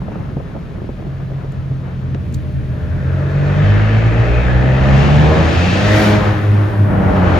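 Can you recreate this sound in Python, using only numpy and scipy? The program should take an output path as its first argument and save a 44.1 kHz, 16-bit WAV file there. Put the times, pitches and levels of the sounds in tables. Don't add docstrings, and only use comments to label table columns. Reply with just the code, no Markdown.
import sys
import numpy as np
from scipy import signal
from scipy.fft import rfft, irfft, next_fast_len
from scipy.io import wavfile

SR = 44100
rng = np.random.default_rng(int(sys.argv[2]) if len(sys.argv) > 2 else 0)


def file_out(sig):
    cols = np.atleast_2d(sig).T
    lim = np.clip(cols, -1, 1)
    pcm = np.round(lim * 32767).astype(np.int16)
    wavfile.write(sys.argv[1], SR, pcm)


N = 325884
TIME = np.arange(N) / SR
EARS = np.array([[1], [-1]])


def from_db(db):
    return 10 ** (np.asarray(db) / 20)


def rms_one(x):
    return x / np.sqrt(np.mean(np.atleast_2d(x).mean(axis=0) ** 2) + 1e-20)


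def in_time(rows):
    s, *columns = np.transpose(rows)
    return [np.interp(TIME, s, c) for c in columns]


def at_hz(points, hz):
    f, value = np.transpose(points)
    return np.interp(np.log(hz + 1e-6), np.log(f), value)


def drift(rate):
    step = 40
    r = np.exp(-2 * np.pi * rate * step / SR)
    white = rng.standard_normal(N // step + 2002)
    slow = signal.lfilter([1], [1, -2 * r, r * r], white)[2000:]
    return np.interp(np.arange(N) / step, np.arange(len(slow)), rms_one(slow))


def resonance(x, hz, width_hz):
    r = np.exp(-np.pi * width_hz / SR)
    top = np.array([1, 0, -1]) * (1 - r * r) / 2
    return signal.lfilter(top, [1, -2 * r * np.cos(2 * np.pi * hz / SR), r * r], x + 1e-18)


def double_resonance(x, hz, width_hz):
    return resonance(resonance(x, hz, width_hz), hz, width_hz)


def bursts(events, t60):
    kicks = np.zeros(N)
    for s, peak_db in events:
        kicks[int(max(s, 0) * SR)] += from_db(peak_db)
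    return signal.lfilter([1], [1, -from_db(-60 / (t60 * SR))], kicks + 1e-18)


# (frequency [Hz], left-right correlation [-1 to 1])
LIKENESS = [(60, 0.85), (130, 0.87), (380, 0.67), (700, 0.15), (1300, 0.17), (2400, 0.44), (5000, 0.56),
            (15000, 0.88)]
# (frequency [Hz], left minus right [dB])
LEAN = [(130, -2), (290, 2.5), (1400, 3), (3500, 3.5), (9000, 0.5)]
RIGHT_LAG_S = 2.5e-5


def diffuse_noise(colour):
    size = next_fast_len(N)
    hz = np.arange(size // 2 + 1) * SR / size
    mid, side = rfft(rng.standard_normal((2, size)))
    alike = np.clip(at_hz(LIKENESS, hz), 0, 1)
    field = np.sqrt(1 + alike) * mid + EARS * np.sqrt(1 - alike) * side
    tilt = from_db(EARS * at_hz(LEAN, hz) / 2)
    shift = np.exp(1j * np.pi * hz * EARS * RIGHT_LAG_S)
    skirts = 1 / (1 + (hz / colour[-1][0]) ** 4) / (1 + (colour[0][0] / (hz + 1)) ** 4)
    spectrum = field * tilt * shift * skirts * from_db(at_hz(colour, hz))
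    return rms_one(irfft(spectrum, size)[:, :N])


# (time [s], level [dB])
RUMBLE = [(0, -25), (1.0, -29), (1.6, -30.5), (2.2, -24.5), (3.0, -26), (3.6, -28.5), (5.3, -16.5),
          (6.1, -19.5), (6.78, -27), (6.92, -15), (7.39, -17)]
# (frequency [Hz], level [dB])
ROAD = [(20, -16.5), (32, -15.5), (55, -1), (85, -1.5), (140, -1), (190, -4), (260, -12), (400, -20),
        (700, -53.5)]


def road_rumble():
    return from_db(in_time(RUMBLE)[0]) * diffuse_noise(ROAD)


# (level at full pull, before the cabin [dB], gain per dB of pull [dB], half the step at the jump [dB])
CRANK_ORDERS = [(-10, 0.09, -0.5), (-8, 0.88, 2), (-13, 0.42, -5.5), (-18, 0.5, -1.5)]
# (frequency [Hz], gain [dB])
CABIN = [(45, -24.5), (50, -15.5), (57, -7.5), (66, -6.5), (82, -4.5), (96, -8), (104, -5), (116, 0.5),
         (132, -4), (148, -3.5), (168, -14), (190, -7.5), (217, -4.5), (240, -18.5), (295, -12.5),
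         (316, -7.5), (370, -11), (420, -8)]
JUMP_S, JUMP_EDGE_S, JUMP_WIDTH_S = 3.64, .02, 0.28


def order_levels(speed, pull_db):
    since = TIME - JUMP_S
    jump = np.tanh(since / JUMP_EDGE_S) * np.exp(-(since / JUMP_WIDTH_S) ** 2)
    levels = []
    for k, (db, follows, jump_db) in enumerate(CRANK_ORDERS):
        engine_db = db + follows * pull_db + jump_db * jump
        levels.append(engine_db + at_hz(CABIN, (k + 1) * speed))
    return levels


STEADY_FLUTTER_DB, SLACK_FLUTTER_DB = 2.0, 1.37
THROB_START_S, THROB_HZ, THROB_DIPS, THROB_DEPTH = 5.83, 5.07, 4, .48


def boom(turns, speed, pull_db, wobble):
    out = np.zeros((2, N))
    flutter_db = STEADY_FLUTTER_DB + SLACK_FLUTTER_DB * (1 - from_db(pull_db))
    beats = np.clip((TIME - THROB_START_S) * THROB_HZ, -1 / 4, THROB_DIPS - 3 / 4)
    throb = 1 - THROB_DEPTH * np.cos(2 * np.pi * beats)
    for k, level_db in enumerate(order_levels(speed, pull_db)):
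        phase = 2 * np.pi * ((k + 1) * turns + rng.random()) + wobble * drift(22)
        apart = 0.12 * (k + 1) * drift(3.6) * EARS
        gain = from_db(level_db + flutter_db * drift(13.9))
        if k == 0:
            gain = gain * throb
        out += np.sqrt(2) * gain * np.sin(phase + apart)
    return out


def garage(x, t60, likeness):
    t = TIME[:2 * SR]
    mid, side = rng.standard_normal((2, len(t))) * from_db(-60 * t / t60)
    alike = np.clip(likeness, 0, 1)
    echoes = np.sqrt(1 + alike) * mid + np.sqrt(1 - alike) * side * EARS
    echoes = echoes / np.sqrt(np.sum(echoes ** 2) / 2)
    return signal.fftconvolve(x[None], echoes, axes=1)[:, :N]


# (frequency [Hz], width of each of two passes [Hz], level [dB])
PIPE_MODES = [(250.6, 60, 4.5), (328.5, 52, 5), (454, 75, 3), (533, 100, 3.5), (630, 73, 2), (788, 100, -3),
              (1570, 730, -7)]
SURGE_TURNS = .04


def exhaust(turns, uneven, limp, direct, count=6):
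    wander = SURGE_TURNS * drift(7)
    firing = np.floor((turns + wander - wander[0]) * count / 2).astype(int)
    at = np.flatnonzero(np.diff(firing)) + 1
    cylinder = 2 * np.pi * firing[at] / count
    pattern = 1 + uneven * np.cos(2 * cylinder) + limp * np.cos(cylinder)
    puffs = np.zeros(N)
    puffs[at] = pattern * (1 + .07 * rng.standard_normal(N)[at])
    turn_rate = np.gradient(turns)
    puffs *= np.sqrt(turn_rate.mean() / turn_rate)
    pipe = np.zeros(N)
    for k, (hz, width, db) in enumerate(PIPE_MODES):
        pipe += (-1) ** k * from_db(db) * double_resonance(puffs, hz, width)
    return rms_one(direct * pipe + garage(pipe, t60=1.4, likeness=.35))


# (time [s], share of puffs [0 to 1])
PUFF_SHARE = [(2.2, .1), (3.1, .45), (4.4, .72), (5.7, .78), (6.15, .68), (6.5, .25), (6.95, .3)]
# (frequency [Hz], level [dB])
GROWL = [(200, -17.5), (290, -0.5), (360, -2.5), (440, -6), (620, -7), (760, -9), (920, -9.5), (1500, -8)]
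ROAR = [(520, -7), (780, -2), (1050, -13.5), (1500, -11.5)]


def growl(turns, level_db, puffs_db, turbulence_db, roar_db):
    share, = in_time(PUFF_SHARE)
    throttle_db = 2 * np.minimum(level_db + 20, 0)
    turbulence = from_db(turbulence_db + 1.8 * drift(6.8)) * diffuse_noise(GROWL)
    puffs = from_db(puffs_db) * exhaust(turns, uneven=1.5, limp=.8, direct=.55)
    roar = from_db(roar_db + throttle_db) * diffuse_noise(ROAR)
    return from_db(level_db) * (np.sqrt(1 - share) * turbulence + np.sqrt(share) * puffs + roar)


RASP_PATCHY_DB, RASP_PATCH_RATE_HZ = 2.6, 2.2


def patchy_noise(colour, count=16):
    noises = diffuse_noise(colour), diffuse_noise(colour)
    edges = np.r_[400, np.geomspace(1000, 3800, count - 1), 7000]
    out = np.zeros((2, N))
    for k in range(count):
        band_filter = signal.butter(2, edges[k:k + 2], "band", fs=SR, output="sos")
        band = signal.sosfilt(band_filter, noises[k % 2])
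        out += band * from_db(RASP_PATCHY_DB * drift(RASP_PATCH_RATE_HZ))
    return rms_one(out)


CHOKE_DB = -39.5


def follow_intake(intake_db, law):
    level_db, below, above = law
    excess = intake_db - CHOKE_DB
    return level_db + below * np.minimum(excess, 0) + above * np.maximum(excess, 0)


# (level at the choke point [dB], slope below it [dB per dB],
# slope above it [dB per dB])
RASP_LAW = (-29, 1.6, 0.24)
HISS_LAW = (-41.5, 0.88, 1.42)
# (frequency [Hz], level [dB])
RASP = [(800, -17), (1030, -10), (1280, 1), (1480, -0.5), (1720, 3.5), (2150, -4), (2500, -3.5),
        (2900, -8.5), (3600, -13), (5000, -26)]
HISS = [(1200, -18), (2200, -1), (3200, -3.5), (4200, -6.5), (5200, -11), (6600, -13), (10000, -31.5)]


def intake(turns, intake_db):
    angle = 2 * np.pi * turns
    throb = 1 + .15 * np.cos(angle) + .11 * np.cos(2 * angle) + .15 * np.cos(3 * angle)
    rasp_db = follow_intake(intake_db, RASP_LAW) + .5 * drift(10)
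    hiss_db = follow_intake(intake_db, HISS_LAW) + .5 * drift(13.0)
    return from_db(rasp_db) * throb * patchy_noise(RASP) + from_db(hiss_db) * diffuse_noise(HISS)


# (frequency [Hz], level [dB])
AIR = [(7000, -6), (9500, 0), (20000, -2)]
AIR_DB, AIR_SPEED_POWER = -70, 1.68
SWELL_S, SWELL_WIDTH_S, SWELL_DB = 6.02, 0.096, -46


def air_rush(speed):
    swell = from_db(SWELL_DB) / (1 + ((TIME - SWELL_S) / SWELL_WIDTH_S) ** 4)
    steady = from_db(AIR_DB) * (speed / speed[0]) ** AIR_SPEED_POWER
    return (steady + swell) * diffuse_noise(AIR)


# (time [s], relative strength [dB], hardness:
# extra clatter [dB])
KNOCKS = [(0.018, -31, 9.5), (0.079, -24.5, 6), (0.118, -28, 4), (0.156, -21, 1.5), (0.192, -30, 1),
          (0.217, -37, 1), (0.251, -33, 6), (0.317, -26, -15), (0.367, -16.5, -3.5), (0.4, -35.5, 16.5),
          (0.551, -24, 4), (0.564, -25, 2), (0.615, -28, -18), (0.71, -25, -9), (0.753, -27, -7),
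          (0.783, -24, -5), (0.818, -19.5, -13), (0.843, -24, -9), (0.889, -18.5, -1), (0.991, -23, -6),
          (1.022, -25.5, -6), (1.05, -28, -7), (1.067, -24, -14), (1.301, -25, -2), (1.318, -28, -6),
          (1.436, -31, -11), (1.445, -23, -8), (1.528, -30, -8), (1.711, -26, -14), (2.146, -18, -4)]
# (frequency [Hz], width [Hz], relative level [dB])
BODY_MODES = [(300, 57, 0.5), (409, 45, 0.5), (510, 68, -10), (800, 100, -5.5)]
# (frequency [Hz], level [dB])
KNOCK_COLOUR = [(130, 16.5), (220, 6.5), (350, 4.5), (550, -0.5), (800, -16), (1100, -38)]
CLATTER_COLOUR = [(420, -5), (560, 4.5), (800, -4.5), (1100, -14), (1700, -18)]
PADDING_HZ = 1550


def knocks(level_db, ring_s, thud_db, clatter_db, clatter_s):
    blows = [(s, db) for s, db, _ in KNOCKS]
    hard_blows = [(s, db + hard_db) for s, db, hard_db in KNOCKS]
    pushes = bursts(blows, t60=0.0039)
    thuds = np.zeros(N)
    for k, (hz, width, db) in enumerate(BODY_MODES):
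        thuds += (-1) ** k * from_db(thud_db + db) * resonance(pushes, hz, width)
    rattle = from_db(level_db) * bursts(blows, t60=ring_s) * diffuse_noise(KNOCK_COLOUR)
    clatter = from_db(clatter_db) * bursts(hard_blows, t60=clatter_s) * diffuse_noise(CLATTER_COLOUR)
    padding = signal.butter(4, PADDING_HZ, fs=SR, output="sos")
    return signal.sosfilt(padding, thuds + rattle + clatter)


# (time [s], relative strength [dB])
CLICKS = [(1.521, -45), (2.325, -41), (2.340, -38), (2.344, -31)]
# (frequency [Hz], level [dB])
CLICK_COLOUR = [(1500, -14), (4300, -1), (5500, -6), (7300, 1), (9000, -10), (15500, -6)]


def clicks(crack_db, tail_db):
    crack = from_db(crack_db) * bursts(CLICKS, t60=0.014)
    tail = from_db(tail_db) * bursts(CLICKS, t60=0.084)
    return (crack + tail) * diffuse_noise(CLICK_COLOUR)


# (time [s], level [dB])
HOLLOW = [(2.1, -65), (2.8, -48), (3.45, -32), (4.1, -36), (4.8, -33), (6.1, -36), (6.7, -43), (6.95, -30),
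          (7.39, -24)]
HOLLOW_HZ = 613.4


def hollow(width_hz):
    ring = double_resonance(diffuse_noise(GROWL), HOLLOW_HZ, width_hz)
    return from_db(in_time(HOLLOW)[0]) * rms_one(ring)


# (multiple of the motor speed [1], level before flutter [dB])
MOTOR_ORDERS = [(1, -29), (4, -44), (8, -48)]
WINDOW_START_S, WINDOW_STOP_S, MOTOR_HZ = 2.146, 3.65, 75.3
CLACK_DB, MOTOR_FLUTTER_DB = -35, 2


def window(slide_db):
    start = np.clip((TIME - WINDOW_START_S) / 0.1, 0, 1)
    stop = np.clip((WINDOW_STOP_S - TIME) / 0.063, 0, 1)
    turns = np.cumsum(MOTOR_HZ * (1 + 0.0051 * drift(5.2))) / SR
    hum = np.zeros(N)
    for k, db in MOTOR_ORDERS:
        gain = from_db(db + MOTOR_FLUTTER_DB * drift(12.0))
        hum += np.sqrt(2) * gain * np.sin(2 * np.pi * k * turns)
    clack_noise = diffuse_noise(RASP) + .5 * diffuse_noise(HISS)
    clack = bursts([(WINDOW_START_S, CLACK_DB)], t60=0.036) * clack_noise
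    slide = from_db(slide_db) * diffuse_noise(AIR)
    return clack + start * stop * (hum + slide)


# (time [s], relative level [dB])
HOWL = [(2.6, -52), (3.4, -38), (4.3, -34), (5.18, -31), (5.33, -23.5), (5.55, -35), (5.8, -33),
        (6.03, -25), (6.24, -27.5), (6.4, -42), (6.8, -50), (6.95, -34)]
# (frequency [Hz], level [dB])
HOWL_COLOUR = [(210, -9), (265, 1), (320, -3), (355, -7), (415, 3), (520, -3), (630, -1), (720, -9),
               (950, -10)]


def howl(turns, speed, count=16):
    out = np.zeros((2, N))
    for k in range(3, count):
        phase = 2 * np.pi * (k * turns + rng.random())
        steady = np.sin(phase + .5 * drift(3) * EARS)
        scattered = drift(14) * np.sin(phase) + drift(14) * np.cos(phase)
        out += from_db(at_hz(HOWL_COLOUR, k * speed)) * (1.1 * steady + .65 * scattered)
    return from_db(in_time(HOWL)[0]) * out


# (middle [s], half length [s], frequency [Hz],
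# width of each of two passes [Hz], level [dB])
SQUEALS = [(3.254, 0.42, 1435, 612, -40), (4.33, 0.18, 2580, 300, -36.5), (5.05, .12, 2780, 222, -35),
           (5.7, 0.19, 2620, 280, -34), (5.95, .1, 2030, 240, -26.5)]


def tyre_squeal():
    scrub = diffuse_noise(RASP)
    out = np.zeros((2, N))
    for s, half_s, hz, width, db in SQUEALS:
        swell = np.exp(-((TIME - s) / half_s) ** 2)
        out += from_db(db) * swell * rms_one(double_resonance(scrub, hz, width))
    return out


DRONE_S, DRONE_HALF_S, DRONE_HZ, DRONE_DB = 6.67, 0.23, 104, -14


def drone():
    held = from_db(DRONE_DB) / (1 + ((TIME - DRONE_S) / DRONE_HALF_S) ** 12)
    return np.sqrt(2) * held * np.sin(2 * np.pi * (DRONE_HZ * TIME + rng.random()))


# (time [s], crank speed [turns per s])
CRANK = [(0.0, 46.4), (1.3, 44.8), (2.8, 42.9), (3.1, 45.1), (3.5, 48.3), (4.1, 56.4), (4.9, 67.3),
         (5.3, 77.4), (5.48, 81.5), (5.6, 88.0), (5.7, 90.5), (5.82, 101.5), (5.97, 105.7), (6.3, 103.0),
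         (6.7, 100.8), (6.95, 98.0), (7.39, 87.4)]
# (time [s], pull relative to full pull [dB])
PULL = [(0, -32), (.97, -42), (1.1, -22), (2.03, -17.5), (2.2, -12), (2.6, -21.5), (3.15, -5), (3.45, -5),
        (3.7, 3.5), (4.25, -9.5), (5.25, 3.5), (5.65, -8.5), (6.1, -5), (6.3, -12), (6.45, -20),
        (6.78, -16.5), (7.0, -5.5), (7.39, 0)]
# (time [s], exhaust drive [dB], intake drive [dB])
LOAD = [(0.0, -35.5, -55), (0.85, -38, -54.5), (1.7, -37.5, -55), (2.7, -36.5, -53), (3.1, -29, -50),
        (3.65, -22.5, -40), (4.2, -21.5, -40), (4.72, -20.5, -40.5), (4.98, -17.5, -33.5),
        (5.3, -16.5, -34), (5.72, -19, -30.5), (6.06, -15, -28.5), (6.42, -23, -42), (6.82, -25, -47),
        (6.91, -19.5, -50), (7.39, -16.5, -36.5)]


def scene():
    (speed,), (pull_db,), (exhaust_db, intake_db) = in_time(CRANK), in_time(PULL), in_time(LOAD)
    turns = np.cumsum(speed) / SR
    road = road_rumble() + tyre_squeal()
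    cabin = boom(turns, speed, pull_db, wobble=0.17) + drone() + hollow(width_hz=39)
    pipe = growl(turns, exhaust_db, puffs_db=-6.0, turbulence_db=-3.5, roar_db=-9.0) + howl(turns, speed)
    air = intake(turns, intake_db) + air_rush(speed)
    body = knocks(level_db=0.5, ring_s=.07, thud_db=10, clatter_db=-8, clatter_s=.06)
    door = clicks(crack_db=-5.5, tail_db=-16.5) + window(slide_db=-69.5)
    return road + cabin + pipe + air + body + door


CUTOFF_HZ = 15850


def record(dry):
    rounded = dry / (1 + (dry / .98) ** 8) ** (1 / 8)
    faded = rounded * np.minimum(TIME / .005, 1)
    return signal.sosfilt(signal.ellip(10, .1, 80, CUTOFF_HZ, fs=SR, output="sos"), faded)


dry = scene()
out = record(dry)
file_out(out)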